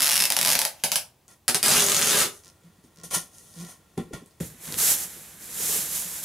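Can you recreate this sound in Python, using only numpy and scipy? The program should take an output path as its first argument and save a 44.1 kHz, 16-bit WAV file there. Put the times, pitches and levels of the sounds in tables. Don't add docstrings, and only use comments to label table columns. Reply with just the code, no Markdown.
import sys
import numpy as np
from scipy import signal
from scipy.fft import rfft, irfft
from scipy.io import wavfile

SR = 44100
rng = np.random.default_rng(int(sys.argv[2]) if len(sys.argv) > 2 else 0)


def dump(signal):
    limited = np.clip(np.atleast_2d(signal).T, -1, 1)
    pcm = np.round(limited * 32767).astype(np.int16)
    wavfile.write(sys.argv[1], SR, pcm)


N = 275184

# start_s,
# level_db
GLUE_SNAPS = [(.0054, -12), (.0199, -10), (.0276, -10), (.0323, -14), (.037, -15), (.0442, -12),
              (.0574, -12), (.0648, -12), (.0714, -12), (.0788, -12), (.0912, -12), (.0972, -12),
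              (.1094, -13), (.1163, -12), (.124, -12), (.1319, -13), (.1414, -13), (.1561, -12),
              (.1614, -12), (.1672, -13), (.1775, -12), (.1924, -13), (.203, -11), (.2078, -12),
              (.2221, -9), (.239, -10), (.2541, -10), (.3027, -10), (.3221, -11), (.3662, -9), (.3891, -11),
              (.4131, -10), (.4291, -12), (.4494, -10), (.4604, -11), (.4734, -11), (.4822, -11),
              (.4908, -10), (.5024, -12), (.5153, -11), (.5233, -11), (.5317, -12), (.5531, -9),
              (.5907, -9), (.6166, -11), (.6515, -10), (.8374, -12), (.9178, -11), (.9577, -9),
              (1.4807, -8), (1.487, -13), (1.5458, -8), (1.6294, -8), (1.6401, -15), (1.661, -9),
              (1.6829, -10), (1.6929, -14), (1.7045, -12), (1.7159, -14), (1.721, -14), (1.7365, -11),
              (1.7625, -11), (1.768, -12), (1.7793, -11), (1.7969, -11), (1.8056, -11), (1.8226, -12),
              (1.841, -12), (1.8646, -11), (1.8858, -12), (1.8981, -12), (1.9194, -11), (1.9463, -11),
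              (1.9664, -11), (1.9927, -12), (2.0146, -13), (2.0209, -15), (2.0277, -14), (2.0462, -13),
              (2.0594, -15), (2.0736, -15), (2.0848, -16), (2.0942, -15), (2.1017, -15), (2.1088, -15),
              (2.1187, -15), (2.1322, -15), (2.144, -14), (2.1534, -15), (2.1717, -16), (2.1883, -16),
              (2.2044, -13)]
# time_s, tear_ms, click_times_tear_peak
TEAR_SHAPE = [(0, 2.28, 0.32), (.7, 2.14, 0.58), (.84, 2.8, .7), (.92, 1.85, 0.72), (1.48, 1.5, 1.7),
              (1.63, 0.76, 0.88), (2.3, 0.33, 2)]
# time_s, pitch_hz
FREE_TAPE_PITCH = [(0, 10660), (.7, 10700), (.83, 9870), (1.71, 10000), (1.74, 6300), (2.3, 6560)]
# time_s, level_db
FINE_PEELING = [(0, -26.5), (.1, -36), (.45, -37), (.55, -33), (.62, -34), (.7, -57), (1.48, -91.5),
                (1.482, -20.5), (1.5, -25.5), (1.506, -61), (1.545, -90), (1.547, -19.5), (1.562, -28.5),
                (1.568, -61), (1.62, -93), (1.635, -25.5), (1.75, -22), (1.85, -28), (2.05, -28),
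                (2.15, -24), (2.21, -22), (2.25, -29), (2.3, -72.5)]
# start_s, to_slack_tape_db, to_box_db, to_taut_tape_db, taut_pitch_hz
TAPE_STAGES = [(0, -12, -61.5, -8, 2660), (.09, -12, -59, 0.5, 2860), (.19, -13, -54.5, 5, 2700),
               (.29, -4, -57, -2.5, 2500), (.315, -11, -55.5, 0, 1990), (.36, -2, -60, 2.5, 2900),
               (.385, -9, -51.5, 0, 3840), (.445, -7, -52.5, -3.5, 2490), (.51, -3.5, -54, 0, 3480),
               (.58, -2, -64, -8, 3130), (.8, -4.5, -48, 2, 3130), (.9, -7, -53, -6, 3060),
               (1.2, -7, -49, -6, 2300), (1.62, -8, -45, -1.5, 2500), (1.73, -7, -45.5, -5, 2860),
               (1.82, -11, -46, -11.5, 3490), (2.1, -11, -44.5, -4, 3590)]
# frequency_hz, level_db (per Hz)
TONE_ABOVE_BOX = [(60, -52), (90, -24.5), (118, 1.5), (170, -2.5), (250, -4.5), (330, -0.5), (420, -14.5),
                  (800, -2.5), (1100, -1.5), (1700, 1), (2400, 0.5), (3600, 0.5), (5300, 0.5), (8500, -2),
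                  (10500, -1.5), (12500, -2), (15200, -9.5), (16500, -17)]
# frequency_hz, level_db (per Hz)
TONE_BEHIND_EDGE = [(110, -33.5), (172, 4.5), (215, -15), (300, -7.5), (427, 8), (472, -2.5), (577, -1.5),
                    (730, -14), (1250, 1), (2240, -1.5), (10100, 0), (15200, -11.5), (16500, -31)]
# frequency_hz, width_hz (one pass), level_db
SLACK_MODES = [(601, 248, 6), (874, 222, 7.5)]
# frequency_hz, level_db, fade_by_60_db_s
BOX_MODES = [(79, -18.5, 0.065), (110.6, -13, 0.28), (171, 5, 0.084), (242.6, 1.5, 0.087),
             (273, 2.5, 0.026), (350.3, -8, 0.15), (428, 4.5, 0.041), (515, 0.5, 0.049),
             (770, -10.5, 0.075), (990, -6, 0.017)]
# start_s, rise_s, hold_s, hiss_db, scrape_db, rumble_db
SOFT_SWELLS = [(1.279, 0.0041, 0.046, -57.5, -59.5, -64), (2.294, 0.03, 0.052, -51.5, -68, -84),
               (2.368, 0.025, 4.2, -74, -70.5, -67), (2.407, 0.033, 0.042, -63, -67, -71),
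               (2.622, 0.019, 0.016, -85.5, -74.5, -91.5), (2.823, 0.017, 0.0079, -67, -81, -62),
               (2.935, 0.06, .03, -83, -63.5, -61), (3.035, 0.00099, 0.016, -42, -56, -51),
               (3.107, 0.0025, 0.041, -36, -39, -51), (3.111, 0.035, 0.0063, -24.5, -34.5, -50),
               (3.26, 0.084, 0.28, -55.5, -71.5, -70), (3.502, 0.1, 0.051, -55.5, -55, -56),
               (3.63, 0.058, 0.027, -49, -55, -65), (3.971, 0.0062, 0.0022, -48, -40.5, -31),
               (4.119, 0.017, 0.0045, -46.5, -39, -36), (4.665, 0.0054, 0.067, -62, -52.5, -49),
               (4.775, 0.018, 0.12, -55, -49, -65), (5.578, .03, 0.23, -60, -62, -60),
               (4.401, 0.0018, 0.0026, -56, -48, -32), (4.402, 0.0032, 0.066, -43, -58, -87)]
# time_s, hiss_db
TOP_SMOOTHING = [(4.5, -59), (4.572, -58.5), (4.652, -39), (4.69, -41.5), (4.77, -36), (4.785, -24),
                 (4.838, -21), (4.92, -19), (4.976, -31), (5.034, -31), (5.082, -42), (5.38, -51),
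                 (5.43, -42.5), (5.49, -42), (5.624, -28), (5.754, -24.5), (5.88, -34), (5.962, -28),
                 (6.068, -35.5), (6.2, -35.5), (6.22, -40), (6.24, -30)]
# frequency_hz, level_db (per Hz)
SIDE_HISS_TONE = [(1760, -65), (3000, -4.5), (3390, -8), (4840, -6), (6530, 1.5), (7580, -5), (9530, 2.5),
                  (15100, -13.5), (16200, -26), (16500, -46)]
# frequency_hz, level_db (per Hz)
TOP_HISS_TONE = [(1760, -29), (3000, -13.5), (3930, -12), (4700, -11), (7160, -3), (8810, -4.5),
                 (11600, -1.5), (15700, -14), (16200, -17), (16500, -29)]
# frequency_hz, level_db (per Hz)
SIDE_SCRAPE_TONE = [(290, -24), (500, -6.5), (736, 14.5), (996, -3), (1120, 2.5), (1880, -1), (2300, 4.5),
                    (3320, -4.5), (4500, -4), (5850, -27), (9900, -120)]
# frequency_hz, level_db (per Hz)
TOP_SCRAPE_TONE = [(290, -77.5), (450, -5), (750, -3), (1150, -4.5), (1760, -1), (2300, -3), (2900, -6.5),
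                   (3740, -5.5), (4500, -13), (5850, -84), (9900, -120)]
# frequency_hz, width_hz (one pass), level_db
SIDE_PANEL_MODES = [(510, 130, 8), (1030, 170, 11), (1385, 120, 11), (1870, 200, 10), (3400, 400, 5)]
# frequency_hz, level_db (per Hz)
RUMBLE_TONE = [(15, -31), (25, -12), (59, 1.5), (108, -2.5), (165, 7), (281, -3.5), (325, 2.5), (382, -4),
               (436, -1), (600, -9), (780, -34), (1320, -120)]
# start_s, level_db, pitch_hz
LONE_CRACKLES = [(1.281, -38, 6500), (1.3149, -44, 5000), (2.8404, -48, 9600), (2.862, -57, 5000),
                 (3.035, -31, 6500), (3.1064, -33, 6500), (3.3842, -34, 6500), (3.54, -39, 5000),
                 (3.6494, -32, 6500), (3.6676, -37, 6500), (3.9784, -31, 6960), (4.1355, -29.5, 6500),
                 (4.175, -44, 9000), (4.21, -49, 2800), (4.2607, -41, 9000), (4.31, -48, 5000),
                 (4.4019, -35, 6500), (4.656, -30, 3000), (4.678, -26, 2000), (4.7244, -14, 4230),
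                 (4.7424, -16, 3200), (4.78, -24, 3500), (4.8017, -14, 4000)]
# start_s, end_s, rate_per_s, level_db, pitch_hz
SKIN_TICK_RUNS = [(2.4365, 2.505, 92.5, -39, 5500), (2.9607, 3.02, 75.5, -41, 5500)]
# frequency_hz, level_db (per Hz)
TICK_TONE = [(400, -39), (1200, -12), (3000, -10), (4000, -5), (9000, -4), (15500, -15.5), (16500, -19)]
# start_s, level_db, favoured_pitch_hz
HAND_KNOCKS = [(1.318, -67, 293), (2.78, -53.5, 197), (2.838, -47, 299), (2.98, -52, 168),
               (3.038, -46, 406), (3.128, -36, 520), (3.151, -36, 1010), (3.158, -36, 171),
               (3.166, -33, 320), (3.976, -19.5, 330), (3.978, -21.5, 784), (3.993, -26, 223),
               (4.108, -35, 370), (4.137, -52, 500), (4.216, -40, 295), (4.402, -25, 146),
               (4.424, -25, 74.5), (4.45, -38, 70), (4.537, -48, 250), (4.679, -40.5, 205),
               (4.696, -35, 109), (4.716, -36, 109), (4.76, -35, 300), (4.799, -43, 400),
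               (4.827, -37.5, 425), (5.161, -45.5, 346), (5.598, -38.5, 440), (5.69, -39, 400),
               (5.73, -40, 302), (5.755, -35.5, 410), (5.781, -44, 191), (6.05, -45, 171)]
# start_s, end_s, first_rate_per_s, last_rate_per_s, tick_db, box_db
SKIN_CREAKS = [(2.636, 2.68, 168, 172, -56.5, -60), (3.5583, 3.643, 160, 182, -38.5, -50)]
# frequency_hz, level_db (per Hz)
FLOOR_TONE = [(15, -40.5), (25, -17), (85, 1.5), (146, -3.5), (252, -10), (927, -15), (1430, -22.5),
              (1550, -22), (14000, -27), (15200, -24), (16500, -18.5)]
# frequency_hz, side_minus_mid_db
STEREO_SPREAD = [(60, -29.5), (180, -16.5), (550, -9), (1650, -10.5), (4970, -8.5), (15000, -6.5)]
# frequency_hz, left_minus_right_db
ROOM_BALANCE = [(60, -2), (240, 1), (950, 1.5), (3770, 1), (15000, -1.5)]
# time_s, room_level_db
ROOM_LEVEL = [(0, -3.5), (.7, -1.5), (.8, 5.5), (1.1, -3.5), (1.3, -0.5), (2.3, 1.5), (2.4, -7), (4.4, 1.5),
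              (4.6, -7)]

BEHIND_EDGE_S, ONTO_TOP_S = 1.2, 4.4
RING_SPREAD_OCTAVES = .04
SNAP_THIN_HZ = 1740
SLACK_LAG_S = .005
TAUT_WIDTH_HZ = 250
TAUT_OVERTONE, TAUT_OVERTONE_DB = 1.938, -2
RISE_DB, FALL_DB_PER_S = 39, 284
SMOOTH_MID_DB, SCRAPE_DB, RUMBLE_DB = -30, -45, -52
SCRAPE_FOLLOWS, RUMBLE_FOLLOWS = 0.69, 0.53
SIDE_PAN_DB, TOP_PAN_DB = .7, -2
FLOOR_DB = -61.5
ROOM_T60_S, BASS_T60_S, ROOM_GAP_S = 0.2, 0.32, 0.0017
CUTOFF_HZ = 15850


def from_db(db):
    return 10 ** (np.asarray(db) / 20)


def rms_one(x):
    return x / np.sqrt(np.mean(x ** 2) + 1e-20)


def in_time(rows):
    s, *columns = np.transpose(rows)
    return [np.interp(np.arange(N) / SR, s, column) for column in columns]


def add(track, s, sound):
    i = round(s * SR)
    track[i:i + len(sound)] += sound[:N - i]


def colour(x, spectrum):
    hz, db = np.transpose(spectrum)
    grid_hz = np.maximum(np.arange(4097) * SR / 8192, 1)
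    log_gain = np.interp(np.log(grid_hz), np.log(hz), db) * np.log(10) / 20
    cepstrum = irfft(log_gain)
    cepstrum[1:4096] *= 2
    cepstrum[4097:] = 0
    response = irfft(np.exp(rfft(cepstrum)))
    return signal.fftconvolve(x, response)[:N]


def resonate(x, hz, width_hz):
    r = np.exp(-np.pi * width_hz / SR)
    top = np.array([1, 0, -1]) * (1 - r * r) / 2
    return signal.lfilter(top, [1, -2 * r * np.cos(2 * np.pi * hz / SR), r * r], x + 1e-18)


def resonate_twice(x, hz, width_hz):
    return resonate(resonate(x, hz, width_hz), hz, width_hz)


def grains(per_s, spread_db):
    sizes = from_db(spread_db * np.minimum(rng.exponential(1, N), 5)) * rng.choice([-1, 1], N)
    return rms_one(sizes * (rng.random(N) < per_s / SR))


def wide_noise(spectrum, per_s, spread_db):
    mid, side = (rms_one(colour(grains(per_s, spread_db), spectrum)) for _ in range(2))
    return mid + colour(side, STEREO_SPREAD) * [[1], [-1]]


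def snaps(events, ring_db, half_db, width_hz):
    out, t = np.zeros(N), np.arange(400) / SR
    bursts = rng.standard_normal((len(events), 400))
    for (s, level_db, hz, tear_ms, click), burst in zip(events, bursts):
        shape = np.exp(-(1000 * t / tear_ms) ** 1.5)
        for _ in range(2):
            phase = np.angle(rfft(rms_one(burst) * shape))
            burst = irfft(np.exp(1j * phase)) * np.sqrt(shape)
        burst[0] = click * np.max(np.abs(burst))
        burst = burst + from_db(ring_db) * resonate(burst, hz, width_hz)
        burst = burst + from_db(half_db) * resonate(burst, hz / 2, width_hz / 2)
        start_strength = np.sqrt(np.mean(burst[:40] ** 2))
        add(out, s, from_db(level_db) * burst / start_strength)
    return out


def taut_tape(force, stage, pitches):
    out = 0
    for k, hz in enumerate(pitches):
        stage_force = force * (stage == k)
        for times, level_db in ((1, 0), (TAUT_OVERTONE, TAUT_OVERTONE_DB)):
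            out = out + from_db(level_db) * resonate_twice(stage_force, times * hz, times * TAUT_WIDTH_HZ)
    return out


def slack_tape(force):
    shake = np.roll(force, round(SLACK_LAG_S * SR))
    out = 0
    for k, (hz, width_hz, level_db) in enumerate(SLACK_MODES):
        out = out + (-1) ** k * from_db(level_db) * resonate_twice(shake, hz, width_hz)
    return out


def tape():
    peel_db, = in_time(FINE_PEELING)
    tear_ms, click = in_time(TEAR_SHAPE)
    ring_hz, = in_time(FREE_TAPE_PITCH)
    starts, *shares, taut_hz = np.transpose(TAPE_STAGES)
    stage = np.clip(np.searchsorted(starts, np.arange(N) / SR) - 1, 0, None)
    slack_db, box_db, taut_db = (share[stage] for share in shares)

    detune = 2 ** (RING_SPREAD_OCTAVES * rng.standard_normal(len(GLUE_SNAPS)))
    events = []
    for (s, level_db), factor in zip(GLUE_SNAPS, detune):
        i = round(s * SR)
        events.append((s, level_db, min(factor * ring_hz[i], .4 * SR), tear_ms[i], click[i]))
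    snap = snaps(events, ring_db=-0.5, half_db=-7.5, width_hz=920)
    peel = from_db(peel_db) * grains(3500, spread_db=3.5)
    force = snap + peel
    thin = signal.lfilter(*signal.butter(1, SNAP_THIN_HZ, "high", fs=SR), snap) + peel

    behind = np.arange(N) > BEHIND_EDGE_S * SR
    air = from_db(1.5) * colour(thin * ~behind, TONE_ABOVE_BOX)
    air = air + from_db(1.75) * colour(thin * behind, TONE_BEHIND_EDGE)
    slack = slack_tape(force * from_db(slack_db))
    taut = taut_tape(force * from_db(taut_db), stage, taut_hz)
    return air + slack + taut, force * from_db(box_db)


def box(force):
    out = 0
    for k, (hz, level_db, t60_s) in enumerate(BOX_MODES):
        r, w = from_db(-60 / (t60_s * SR)), 2 * np.pi * hz / SR
        ringing = signal.lfilter([0, np.sin(w)], [1, -2 * r * np.cos(w), r * r], force + 1e-18)
        out = out + (-1) ** k * from_db(level_db) * ringing
    return signal.sosfilt(signal.butter(2, 70, "high", fs=SR, output="sos"), out)


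def steady_floor():
    return from_db(FLOOR_DB) * wide_noise(FLOOR_TONE, 22000, spread_db=-2.5)


def soft_noise_gains():
    t = np.arange(N) / SR
    hiss_db, = in_time(TOP_SMOOTHING)
    swing_db = hiss_db - SMOOTH_MID_DB
    scrape_db = SCRAPE_DB + SCRAPE_FOLLOWS * swing_db
    rumble_db = RUMBLE_DB + RUMBLE_FOLLOWS * swing_db
    gains = from_db([hiss_db, scrape_db, rumble_db]) * (t > TOP_SMOOTHING[0][0])
    for s, rise, hold, *levels_db in SOFT_SWELLS:
        swell_db = RISE_DB * np.minimum((t - s) / rise - 1, 0)
        fall_db = FALL_DB_PER_S * (s + rise + hold - t)
        shape_db = np.maximum(np.minimum(swell_db, fall_db), -200)
        gains = gains + from_db(levels_db)[:, None] * (from_db(shape_db) * (t >= s))
    return gains


def rubbing_and_tape_tail():
    hiss_gain, scrape_gain, rumble_gain = soft_noise_gains()
    on_top = np.arange(N) > ONTO_TOP_S * SR
    pan_db = np.where(on_top, TOP_PAN_DB, SIDE_PAN_DB)
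    pan = from_db(pan_db / 2 * [[1], [-1]])

    top_hiss = wide_noise(TOP_HISS_TONE, 14000, spread_db=2.0)
    side_hiss = wide_noise(SIDE_HISS_TONE, 9000, spread_db=2.5)
    hiss = np.where(on_top, top_hiss, side_hiss)

    side_scrape = wide_noise(SIDE_SCRAPE_TONE, 2500, spread_db=1.0)
    panel = sum(from_db(db) * resonate_twice(side_scrape, hz, width) for hz, width, db in SIDE_PANEL_MODES)
    side_scrape = rms_one(side_scrape + panel)
    top_scrape = wide_noise(TOP_SCRAPE_TONE, 4000, spread_db=0.5)
    scrape = np.where(on_top, top_scrape, side_scrape)

    rumble = wide_noise(RUMBLE_TONE, 1500, spread_db=0.5)
    return hiss_gain * pan * hiss + scrape_gain * scrape + rumble_gain * rumble


def runs(rows, uneven, spread_db):
    out = []
    for start, end, per_s, level_db, hz in rows:
        times = np.arange(start, end, 1 / per_s)
        for s, (shift, size) in zip(times, rng.standard_normal((len(times), 2))):
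            out.append((max(s + uneven * shift / per_s, 0), level_db + spread_db * size, hz))
    return out


def crackles():
    ticks = LONE_CRACKLES + runs(SKIN_TICK_RUNS, uneven=0.052, spread_db=0.77)
    events = [(s, level_db, hz, .15, 2) for s, level_db, hz in ticks]
    force = snaps(events, ring_db=3.5, half_db=-10.0, width_hz=1400)
    return colour(force, TICK_TONE), from_db(-55) * force


def knocks():
    force, t = np.zeros(N), np.arange(1600) / SR
    roughness = rng.standard_normal((len(HAND_KNOCKS), 1600))
    for (s, level_db, hz), rough in zip(HAND_KNOCKS, roughness):
        contact = (1 + 0.22 * rough) * np.exp(-t / 0.00019)
        push = resonate(contact / np.sum(contact), hz, 0.25 * hz)
        add(force, s, from_db(level_db) * push)
    return force


def creaks():
    ticks, push = [], np.zeros(N)
    for start, end, first, last, tick_db, box_db in SKIN_CREAKS:
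        count = round((end - start) * (first + last) / 2)
        times = start + np.cumsum(1 / np.linspace(first, last, count)) - 1 / first
        for s, size in zip(times, rng.standard_normal(count)):
            ticks.append((s, tick_db + 3 * size, 6000, .15, 2))
            push[round(s * SR)] += from_db(box_db)
    soft_push = signal.lfilter(*signal.butter(2, [140, 330], "band", fs=SR), push)
    thin_ticks = snaps(ticks, ring_db=-4.5, half_db=-15, width_hz=2300)
    return colour(thin_ticks, TICK_TONE), soft_push


def room(x):
    t = np.arange(SR // 2) / SR
    noise = rng.standard_normal((6, 2, len(t)))
    bass = signal.lfilter(*signal.butter(1, 500, fs=SR), noise)
    tails = (noise - bass) * from_db(-60 * t / ROOM_T60_S) + bass * from_db(-60 * t / BASS_T60_S)
    tails *= np.clip(t / ROOM_GAP_S, 0, 1) ** 2
    tails /= np.sqrt(np.sum(tails[0, 0] ** 2))

    place = np.arange(N) // (SR // 25) % len(tails)
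    room_db, = in_time(ROOM_LEVEL)
    sent = x * from_db(room_db)
    echoes = 0
    for k, tail in enumerate(tails):
        echoes = echoes + signal.fftconvolve((sent * (place == k))[None], tail, axes=1)[:, :N]
    mid, side = echoes
    left = colour(x + mid, [(hz, db / 2) for hz, db in ROOM_BALANCE])
    right = colour(x + mid, [(hz, -db / 2) for hz, db in ROOM_BALANCE])
    return np.array([left, right]) + from_db(2.5) * colour(side, STEREO_SPREAD) * [[1], [-1]]


def scene():
    tape_sound, tape_force = tape()
    floor = steady_floor()
    soft_noise = rubbing_and_tape_tail()
    crackle_sound, crackle_force = crackles()
    knock_force = knocks()
    creak_sound, creak_force = creaks()

    bright = tape_sound + crackle_sound + creak_sound
    body = box(tape_force + crackle_force + knock_force + creak_force)
    return room(bright + from_db(-8.5) * body) + body + soft_noise + floor


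def record(dry):
    rounded = 1.2 * np.tanh(dry / 1.2)
    return signal.sosfilt(signal.cheby2(14, 45, CUTOFF_HZ + 250, fs=SR, output="sos"), rounded)


dry = scene()
out = record(dry)
dump(out)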